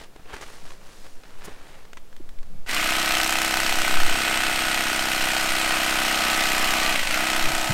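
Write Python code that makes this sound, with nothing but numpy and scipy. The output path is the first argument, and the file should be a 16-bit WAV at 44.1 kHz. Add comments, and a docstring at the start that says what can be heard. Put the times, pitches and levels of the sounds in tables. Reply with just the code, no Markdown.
"""A slab of thick foam is folded back in a small trailer: cells brush in noise scuffs, catch and slip. From 1.2
s the knife's loose blades tick as they are set into the cut: noise cracks with sine rings. At 2.66 s the
trigger clicks and the motor starts: a worm gear drives two blades, 32 strokes a second, as sine lines and
rasping noise. At 6.93 s the trigger slips and the motor sags, then recovers. Thuds of hands and body fall
throughout. A hand-held phone listens from about a metre, swaying slowly in the hand."""
import sys
import numpy as np
from scipy import signal
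from scipy.fft import rfft, irfft, next_fast_len
from scipy.io import wavfile

SR = 44100
rng = np.random.default_rng(int(sys.argv[2]) if len(sys.argv) > 2 else 0)


def put_to_file(sound):
    """Save the sound as 16-bit audio at rate SR, in the file named by the first command-line argument."""
    columns = np.atleast_2d(sound).T  # one column per channel
    safe = np.clip(columns, -1, 1)
    whole_steps = np.round(safe * 32767)
    wavfile.write(sys.argv[1], SR, whole_steps.astype(np.int16))


N = 340978
T = np.arange(N) / SR
HZ = np.maximum(np.fft.rfftfreq(2 * next_fast_len(N // 2 + 4096), 1 / SR), 1)


def undb(db):
    """Decibels to gain."""
    return 10 ** (np.asarray(db) / 20)


def curves(table):
    """The columns of a table, joined by lines in time."""
    s, *columns = np.transpose(table)
    return [np.interp(T, s, c) for c in columns]


def slope(points, hz=HZ):
    """A spectrum in dB, joined by lines over log frequency."""
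    f, db = np.transpose(points)
    return np.interp(np.log(hz), np.log(f), db)


def tilt(db_per_octave):
    """A treble tilt in dB that starts at 400 Hz; its overall level is left to the caller."""
    return db_per_octave * np.log2(np.maximum(HZ, 400))


def colour(x, db):
    """Causal minimum-phase filter with the given gain at each frequency."""
    cepstrum = irfft(np.log(undb(db)))
    size = len(cepstrum)
    cepstrum[1:size // 2] *= 2
    cepstrum[size // 2 + 1:] = 0
    return irfft(rfft(x, size) * np.exp(rfft(cepstrum)))[:N]


def band(x, lo_hz, hi_hz):
    """The part of a sound between two frequencies."""
    spectrum = rfft(x, 2 * len(HZ) - 2)
    return irfft(spectrum / (1 + (lo_hz / HZ) ** 8) / (1 + (HZ / hi_hz) ** 8))[:N]


def unit(x):
    """Scale to rms 1."""
    return x / np.sqrt(np.mean(x ** 2))


def walk(rate_hz):
    """Random wander from 0.3 Hz up to the rate, with a spread of 1."""
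    return unit(band(rng.standard_normal(N), .3, rate_hz))


def grit(spread_db, size=N):
    """Noise made of tiny contacts, 8 samples each, of very unequal strength."""
    strength = np.repeat(rng.standard_normal(size // 8 + 1), 8)[:size]
    return unit(rng.standard_normal(size) * undb(spread_db * strength))


def brighten(x, db):
    """Raise or lower the treble over time."""
    return x + (undb(db) - 1) * band(x, 4300, SR)


def pulse(turn, at, width):
    """A pointed swell once a stroke."""
    return np.exp(-abs((turn - at + .5) % 1 - .5) / width)


def swell(s, length_s):
    """A smooth rise and fall around a moment; the length is its standard deviation."""
    return np.exp(-.5 * ((T - s) / length_s) ** 2)


ROOM_DB = -54
# room air spectrum: (frequency [Hz], relative level [dB])
AIR_COLOUR = [(35, -13), (60, -12), (107, -12.5), (206, -11.5), (359, -15.5), (533, -14.5), (953, -21),
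              (7540, -32.5), (15500, -38)]


def room_air():
    """Steady broadband noise of the air in the trailer."""
    return undb(ROOM_DB) * unit(colour(rng.standard_normal(N), slope(AIR_COLOUR)))


SWAY_DB = -33.5
# phone lurching in the hand: (time [s], level [dB], length [s])
PHONE_LURCHES = [(2.535, -22, 0.25), (3.928, -13, 0.12), (5.9, -33.5, 0.9), (7.018, -22.5, 0.13),
                 (7.472, -17, .09)]


def sway():
    """The slow sway of the phone in the hand, stronger whenever it lurches."""
    push_db = slope([(1, -13.0), (3, -4.5), (7, -3), (20, -22.5), (40, -41), (100, -51), (400, -110)])
    push = unit(colour(rng.standard_normal(N), push_db))
    lurch_power = sum((undb(db) * swell(s, length_s)) ** 2 for s, db, length_s in PHONE_LURCHES)
    return push * np.sqrt(undb(SWAY_DB) ** 2 + lurch_power)


def trailer(x, t60_s=.1, wet_db=-13):
    """Close walls answer quickly and the foam soaks the echoes up; only those above 1900 Hz are added."""
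    age = T[:SR // 5]
    echoes = rng.standard_normal(len(age)) * np.exp(-np.log(1000) * age / t60_s) * (age > .003)
    wet = signal.fftconvolve(x, echoes / np.linalg.norm(echoes))[:N]
    return x + undb(wet_db) * band(wet, 1900, SR)


# hands and body on the slab: (time [s], level [dB], pitch [Hz], length [s])
SLAB_BUMPS = [(.64, -51, 140, .015), (1.48, -48, 120, .03), (2.207, -44, 310, .004), (2.54, -47, 140, .045),
              (3.61, -40, 65, .025), (7.48, -40, 130, .04), (7.707, -23, 135, .007)]


def bumps():
    """Soft hands and body thud through the slab as short swells of low noise."""
    noise = rng.standard_normal(N)
    out = np.zeros(N)
    for s, db, hz, length_s in SLAB_BUMPS:
        out += undb(db) * unit(band(noise, hz / 1.5, hz * 1.5)) * swell(s, length_s)
    return out


# foam spectrum: (frequency [Hz], relative level [dB])
CELL_COLOUR = [(47, 4.5), (80, -2.5), (230, -7), (335, -2), (418, -1.5), (466, -2), (1530, -4), (1710, -4),
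               (9130, -20.5), (15500, -34)]
# foam and sleeves brushing the slab: (time of middle [s], level [dB], length [s], relative hiss [dB])
FOAM_BRUSHES = [(0, -43, 0.038, -0.5), (.2, -58, 0.054, -5), (0.345, -41, 0.05, -5), (.5, -46.5, 0.11, 4.5),
                (0.695, -46.5, 0.048, 3), (.87, -50.5, 0.052, 1), (1.008, -53.5, 0.13, 8.5),
                (1.302, -50.5, .06, 0), (1.47, -44, 0.067, -1), (1.69, -48.5, 0.11, -0.5)]
# foam catching and slipping: (time [s], level [dB], length [s], treble tilt [dB/octave])
FOAM_SLIPS = [(.042, -48, 0.0023, 3), (.163, -41.5, 0.0024, -2), (0.199, -44, 0.0035, -6.5),
              (0.26, -43, .0025, -4), (0.342, -36.5, .0046, -1), (.367, -37, 0.0017, 0),
              (0.414, -38, .002, 0.5), (0.429, -40, 0.0086, 0), (1.061, -49, 0.01, -2.5),
              (1.387, -55.5, 0.0043, 6), (1.453, -41, 0.0062, 6.5), (1.483, -41, .0078, -6.5)]


def foam():
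    """Foam cells brush over each other and over cloth in small scuffs, catching and slipping now and then."""
    cells = grit(4.3)
    rubbing = unit(colour(cells, slope(CELL_COLOUR)))
    dull = band(rubbing, 0.91, 3900)
    scuffs = unit(undb(2.0 * walk(105)))
    body_power, hiss_power = np.zeros(N), np.zeros(N)
    for s, db, length_s, hiss_db in FOAM_BRUSHES:
        brush = swell(s, length_s)
        body_power += (undb(db) * brush) ** 2
        hiss_power += (undb(db + hiss_db) * brush) ** 2
    out = dull * scuffs * np.sqrt(body_power) + (rubbing - dull) * np.sqrt(hiss_power)
    for s, db, length_s, tilt_db in FOAM_SLIPS:
        slip = unit(colour(cells, slope(CELL_COLOUR) + tilt(tilt_db)))
        out += undb(db) * slip * swell(s, length_s)
    return out


# crack spectrum: (frequency [Hz], relative level [dB])
CRACK_COLOUR = [(200, 1), (900, 3), (2000, 7), (5000, -4.5), (8500, -10), (10000, -22), (16000, -20)]
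# loose blades ticking; the last row is the click of the trigger:
# (time [s], attack level [dB], ring [Hz], t60 [s], ring re crack [dB], treble tilt [dB/octave])
BLADE_AND_TRIGGER_TICKS = [(1.235, -40, 1290, .025, -4, -1), (1.852, -41.5, 1340, .02, -4, -1),
                           (1.932, -32, 1160, .013, -8, 0), (1.971, -35, 2000, .036, 0, 0),
                           (2.128, -43, 1100, .018, -4, 0), (2.165, -41, 2350, .018, -5, 2),
                           (2.291, -40.5, 1130, .018, -6, 2.5), (2.388, -43.5, 1730, .016, -4, 1.5),
                           (2.430, -43, 1060, .016, -4, 1), (2.663, -38, 1500, .04, -4, 0)]


def ticks():
    """Loose steel taps in its socket, then the trigger clicks: each a crack and a short ring."""
    out, noise = np.zeros(N), rng.standard_normal(N)
    age = T[:SR // 4]
    for s, db, hz, t60_s, ring_db, tilt_db in BLADE_AND_TRIGGER_TICKS:
        span = slice(int(s * SR), int(s * SR) + len(age))
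        crack = colour(noise, slope(CRACK_COLOUR) + tilt(tilt_db))[span]
        fade = np.exp(-np.log(1000) * age / t60_s)
        tap = (unit(crack) + undb(ring_db) * np.sin(2 * np.pi * hz * age)) * fade
        out[span] += undb(db) * tap * np.linalg.norm(fade) / np.linalg.norm(tap)
    return out


MOTOR_ON_S, SPIN_UP_S = 2.66, .0331  # start, time constant
SLIP_FROM_S, SLIP_TO_S = 6.9325, 7.078
SAG_SHARE, SAG_LAG_S = .222, .0468  # limit of the speed loss, time constant of sinking and recovery


def revs():
    """Share of full speed: the motor spins up, and sags while the trigger slips."""
    spin_up = 1 - np.exp(-np.maximum(T - MOTOR_ON_S, 0) / SPIN_UP_S)
    sink = 1 - np.exp(-(np.clip(T, SLIP_FROM_S, SLIP_TO_S) - SLIP_FROM_S) / SAG_LAG_S)
    recover = np.exp(-np.maximum(T - SLIP_TO_S, 0) / SAG_LAG_S)
    return spin_up * (1 - SAG_SHARE * sink * recover)


# full motor speed, shifting a little with foam drag: (time [s], rate [strokes/s])
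FULL_STROKE_RATE = [(2.9, 32.217), (3.5, 32.482), (4.9, 32.231), (6.5, 32.035), (6.85, 31.882),
                    (7.4, 32.159)]


def speed():
    """Strokes per second."""
    return curves(FULL_STROKE_RATE)[0] * revs()


def slack():
    """Looseness of the gear teeth: 0 at full speed, 1 once the speed is at least 16 % short."""
    return np.clip((1 - revs()) / .16, 0, 1)


HUM_DB, GROWL_DB, BUZZ_DB = -37, -34.5, -30  # low, middle, high gear lines at full speed, before CUT_COURSE
HANDLE_POWER = 4.4  # gain grows as this power of the speed
# strong gear lines: (multiple of stroke rate, relative level [dB])
STRONG_LINES = [(1, -2), (5, -10.5), (7, -5), (8, -10.5), (9, -8), (10, 0.5), (11, -10.5), (18, -3.5),
                (20, 1), (21, 0), (22, 1.5), (23, 0.5), (24, 2.5), (27, -2), (28, -3.5), (30, -3),
                (32, -1.5), (37, 0), (39, 0), (40, 6.5), (44, -18), (45, 4), (46, -2), (47, 0), (49, -22)]
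# all other gear lines: (frequency [Hz], relative level [dB])
WEAK_LINES = [(60, -15), (200, -12), (500, -15), (800, -11.5), (1600, -4)]
# blade bending resonance, shifting with depth of cut: (time [s], frequency [Hz], lift [dB])
BLADE_BEND = [(2.7, 1450, 3), (3.4, 1460, -2), (3.9, 1410, 7), (5.0, 1430, 8), (5.5, 1470, 2),
              (5.8, 1300, -5), (6.8, 1120, 13), (7.11, 1370, 14), (7.35, 1350, 1), (7.7, 1280, 3)]
# jolt of the low, middle, high lines: (place in stroke [turn 0-1], timing scatter [rad])
LINE_JOLTS = [(.55, .8), (.965, 1.05), (.99, 1.6)]
# blade play, also for blades(): (time [s], push-end knock [dB], way-back clack [dB]), before weighting
BLADE_PLAY = [(2.75, 5.5, 9.5), (3, 5.5, 8), (3.25, 9.5, 10.5), (3.55, 10, 3), (3.8, 8.5, 6), (4.2, 6.5, 0),
              (4.8, 6.5, 4.5), (5.3, 6.5, 7), (5.9, 5.5, 4.5), (6.45, 6.5, 9.5), (6.95, 8, 2), (7.3, 8, 0)]
# course of the cut, also for blades():
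# (time [s], rasp level [dB], relative treble [dB], extra hum and buzz [dB], extra growl [dB])
CUT_COURSE = [(2.8, -25.5, -0.5, -0.5, -5), (3.13, -25, -.5, 1, 1), (3.3, -27, 1.5, .5, 0.5),
              (4.08, -26.5, 0.8, 0.5, 0), (4.22, -25, -1, 0.5, -1.5), (5.1, -27, 0.9, 0, 0),
              (5.95, -25, 0, 1.3, 1), (6.85, -25, .3, 2.1, 2.3), (7.3, -26.5, .5, 2, 1),
              (7.7, -29.5, 3, -1, 2.5)]


def gears(turn):
    """The gear's uneven teeth meet alike every turn: the handle thumps on the return, growls at the knock."""
    stroke_hz = speed()
    bend_hz, bend_db = curves(BLADE_BEND)
    strong = {int(round(k)): db for k, db in STRONG_LINES}
    # slack teeth rattle and break the lines up
    rattle = .017 * slack() * walk(60)
    sound, power = np.zeros((3, N)), np.zeros((3, N))
    for k in range(1, 52):
        db = strong.get(k, slope(WEAK_LINES, k * stroke_hz[-1]))
        part = int(k > 16) + int(k > 31)
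        at, scatter = LINE_JOLTS[part]
        # each line swells and lags a little as the grip and the foam shift
        grip_db = 1.5 * np.interp(T, np.linspace(0, T[-1], 20), rng.standard_normal(20))
        lag = scatter * np.interp(T, np.linspace(0, T[-1], 8), rng.standard_normal(8))
        resonance_db = bend_db / (1 + ((k * stroke_hz - bend_hz) / 55) ** 2)
        gain = undb(db + grip_db + resonance_db)
        sound[part] += gain * np.sin(2 * np.pi * k * (turn - at + rattle) + lag)
        power[part] += gain ** 2 / 2
    hum, growl, buzz = sound / np.sqrt(power)
    # the high lines swell with every knock
    buzz = buzz * undb(0.42 * curves(BLADE_PLAY)[0] * (pulse(turn, 0, 0.14) - 1.23))
    _, _, hum_db, growl_db = curves(CUT_COURSE)
    upper = growl * undb(GROWL_DB + growl_db) + buzz * undb(BUZZ_DB + hum_db)
    handle = hum * undb(HUM_DB + hum_db) + upper * undb(0.58 * walk(19))
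    return handle * revs() ** HANDLE_POWER


RASP_POWER = 1.38  # gain grows as this power of the speed
# rub of the blades through one stroke: (turn [0-1], level [dB])
STROKE_RUB = [(0, 1), (.12, 2.5), (.25, 4), (.34, -2), (.43, 4.5), (.5, 5.5), (.6, 2.5), (.69, 2),
              (.77, -2), (.87, 3.5), (.94, 2.5), (1, 2)]
# steel sliding on steel: (frequency [Hz], relative level [dB])
STEEL_COLOUR = [(60, -37), (250, -6.5), (500, -9), (700, -2), (1100, -4.5), (1700, -1.5), (2900, 1),
                (3600, -4.5), (6000, -10), (8700, -10), (9400, -17.5), (13800, -15.5), (14400, -21),
                (16000, -24)]
# blade and casing resonances: (frequency [Hz], width [Hz], lift [dB])
CASING_MODES = [(700, 41, 4), (1508, 59, 9), (1952, 380, 5), (2500, 74, 5.5), (3137, 47, 3.5),
                (4130, 370, 2.5), (5400, 150, 3), (7780, 190, -3.5), (9970, 200, 7.5)]
# thin high blade ring: (time [s], frequency [Hz], level re rasp [dB])
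BLADE_RING = [(2.7, 8480, -20), (3.3, 8050, -22), (4.3, 8280, -14.5), (5.0, 8640, -16), (5.7, 8800, -17),
              (6.9, 8630, -26), (7.7, 8900, -29)]
# motor whine: (multiple of stroke rate, level re rasp [dB])
MOTOR_WHINE = [(60, -18), (80, -13), (240, -23), (312, -27.5), (360, -23)]


def blades(turn, size=1370):
    """Two blades rasp along each other and knock where they reverse; part of the scrape repeats every stroke."""
    rasp_db, hiss_db, _, _ = curves(CUT_COURSE)
    knock_db, clack_db = curves(BLADE_PLAY)
    stroke = (turn + .5).astype(int)
    chance = rng.standard_normal((stroke.max() + 1, 3))[stroke].T
    rub_db = np.interp(turn % 1, *np.transpose(STROKE_RUB))
    # each knock is a bright snap inside a longer, duller clatter
    snap_db = (1.6 * knock_db + chance[0]) * pulse(turn, .004 * chance[1], .04)
    snap_db += (1.7 * clack_db + 1.5 * chance[2]) * pulse(turn, .39, .024)
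    clatter_db = (.8 * knock_db + slack()) * pulse(turn, -.015, .075) + .25 * snap_db
    # the scratches in the steel come round again, and change slowly as the blades bend
    bend = 1.32 * walk(0.6)
    scratches = np.zeros(N)
    for share in (np.cos(bend), np.sin(bend)):
        scratches += np.interp(turn % 1, np.arange(size) / size, grit(5.6, size=size)) * share
    scrape = 0.63 * band(scratches, 1740, 3030) + 0.93 * grit(2.1)
    dull = band(scrape, 1, 3300)
    fizz = band(scrape, 9300, SR)
    force = dull * undb(rub_db + clatter_db)
    force += 1.21 * (scrape - dull - fizz) * undb(rub_db + snap_db)
    # the finest fizz comes from sliding and follows the knocks slightly less
    force += 1.07 * fizz * undb(rub_db + 0.98 * snap_db)
    casing_db = slope(STEEL_COLOUR)
    for hz, width_hz, db in CASING_MODES:
        casing_db = casing_db + db / (1 + (2 * (HZ - hz) / width_hz) ** 2)
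    rasp = brighten(unit(colour(force * (T > MOTOR_ON_S), casing_db)), hiss_db)
    ring_hz, ring_db = curves(BLADE_RING)
    ring_tone = walk(260) * np.sin(2 * np.pi * np.cumsum(ring_hz) / SR)
    ring = ring_tone * undb(ring_db + rub_db + .5 * snap_db)
    # the rotor's small flutter blurs its high lines most
    flutter = .0003 * walk(40)
    whine = np.zeros(N)
    for k, db in MOTOR_WHINE:
        whine += undb(db + 1.8 * walk(5.7)) * np.sin(2 * np.pi * round(k) * (turn + flutter))
    return ((rasp + ring) * revs() ** RASP_POWER + whine * revs()) * undb(rasp_db)


START_TURN = .576


def knife():
    """The motor's speed sets the stroke; it wavers slightly with the drag of the foam."""
    turn = START_TURN + np.cumsum(speed()) / SR + 0.0022 * walk(7.7)
    return gears(turn) + blades(turn)


CHANNEL_HISS_DB = -72
# faint side signal, re mid: (frequency [Hz], level [dB])
SIDE_COLOUR = [(30, -41), (250, -37.5), (1200, -68), (3000, -116), (6000, -102), (14000, -50)]


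def scene():
    """The sound is nearly mono, with a faint side and separate faint hiss in each channel."""
    mid = trailer(knife() + foam() + ticks()) + bumps() + room_air()
    # quarter-turn phase shift
    side = np.imag(signal.hilbert(colour(mid, slope(SIDE_COLOUR)), next_fast_len(N)))[:N]
    hiss = undb(CHANNEL_HISS_DB) * rng.standard_normal((2, N))
    return np.array([mid + side, mid - side]) + sway() + hiss


TOP_HZ = 15780


def record(dry):
    """The phone rounds the loudest peaks and cuts the top."""
    rounded = .7 * np.tanh(dry / .7)
    return signal.sosfilt(signal.ellip(12, .2, 80, TOP_HZ, fs=SR, output="sos"), rounded)


dry = scene()
out = record(dry)
put_to_file(out)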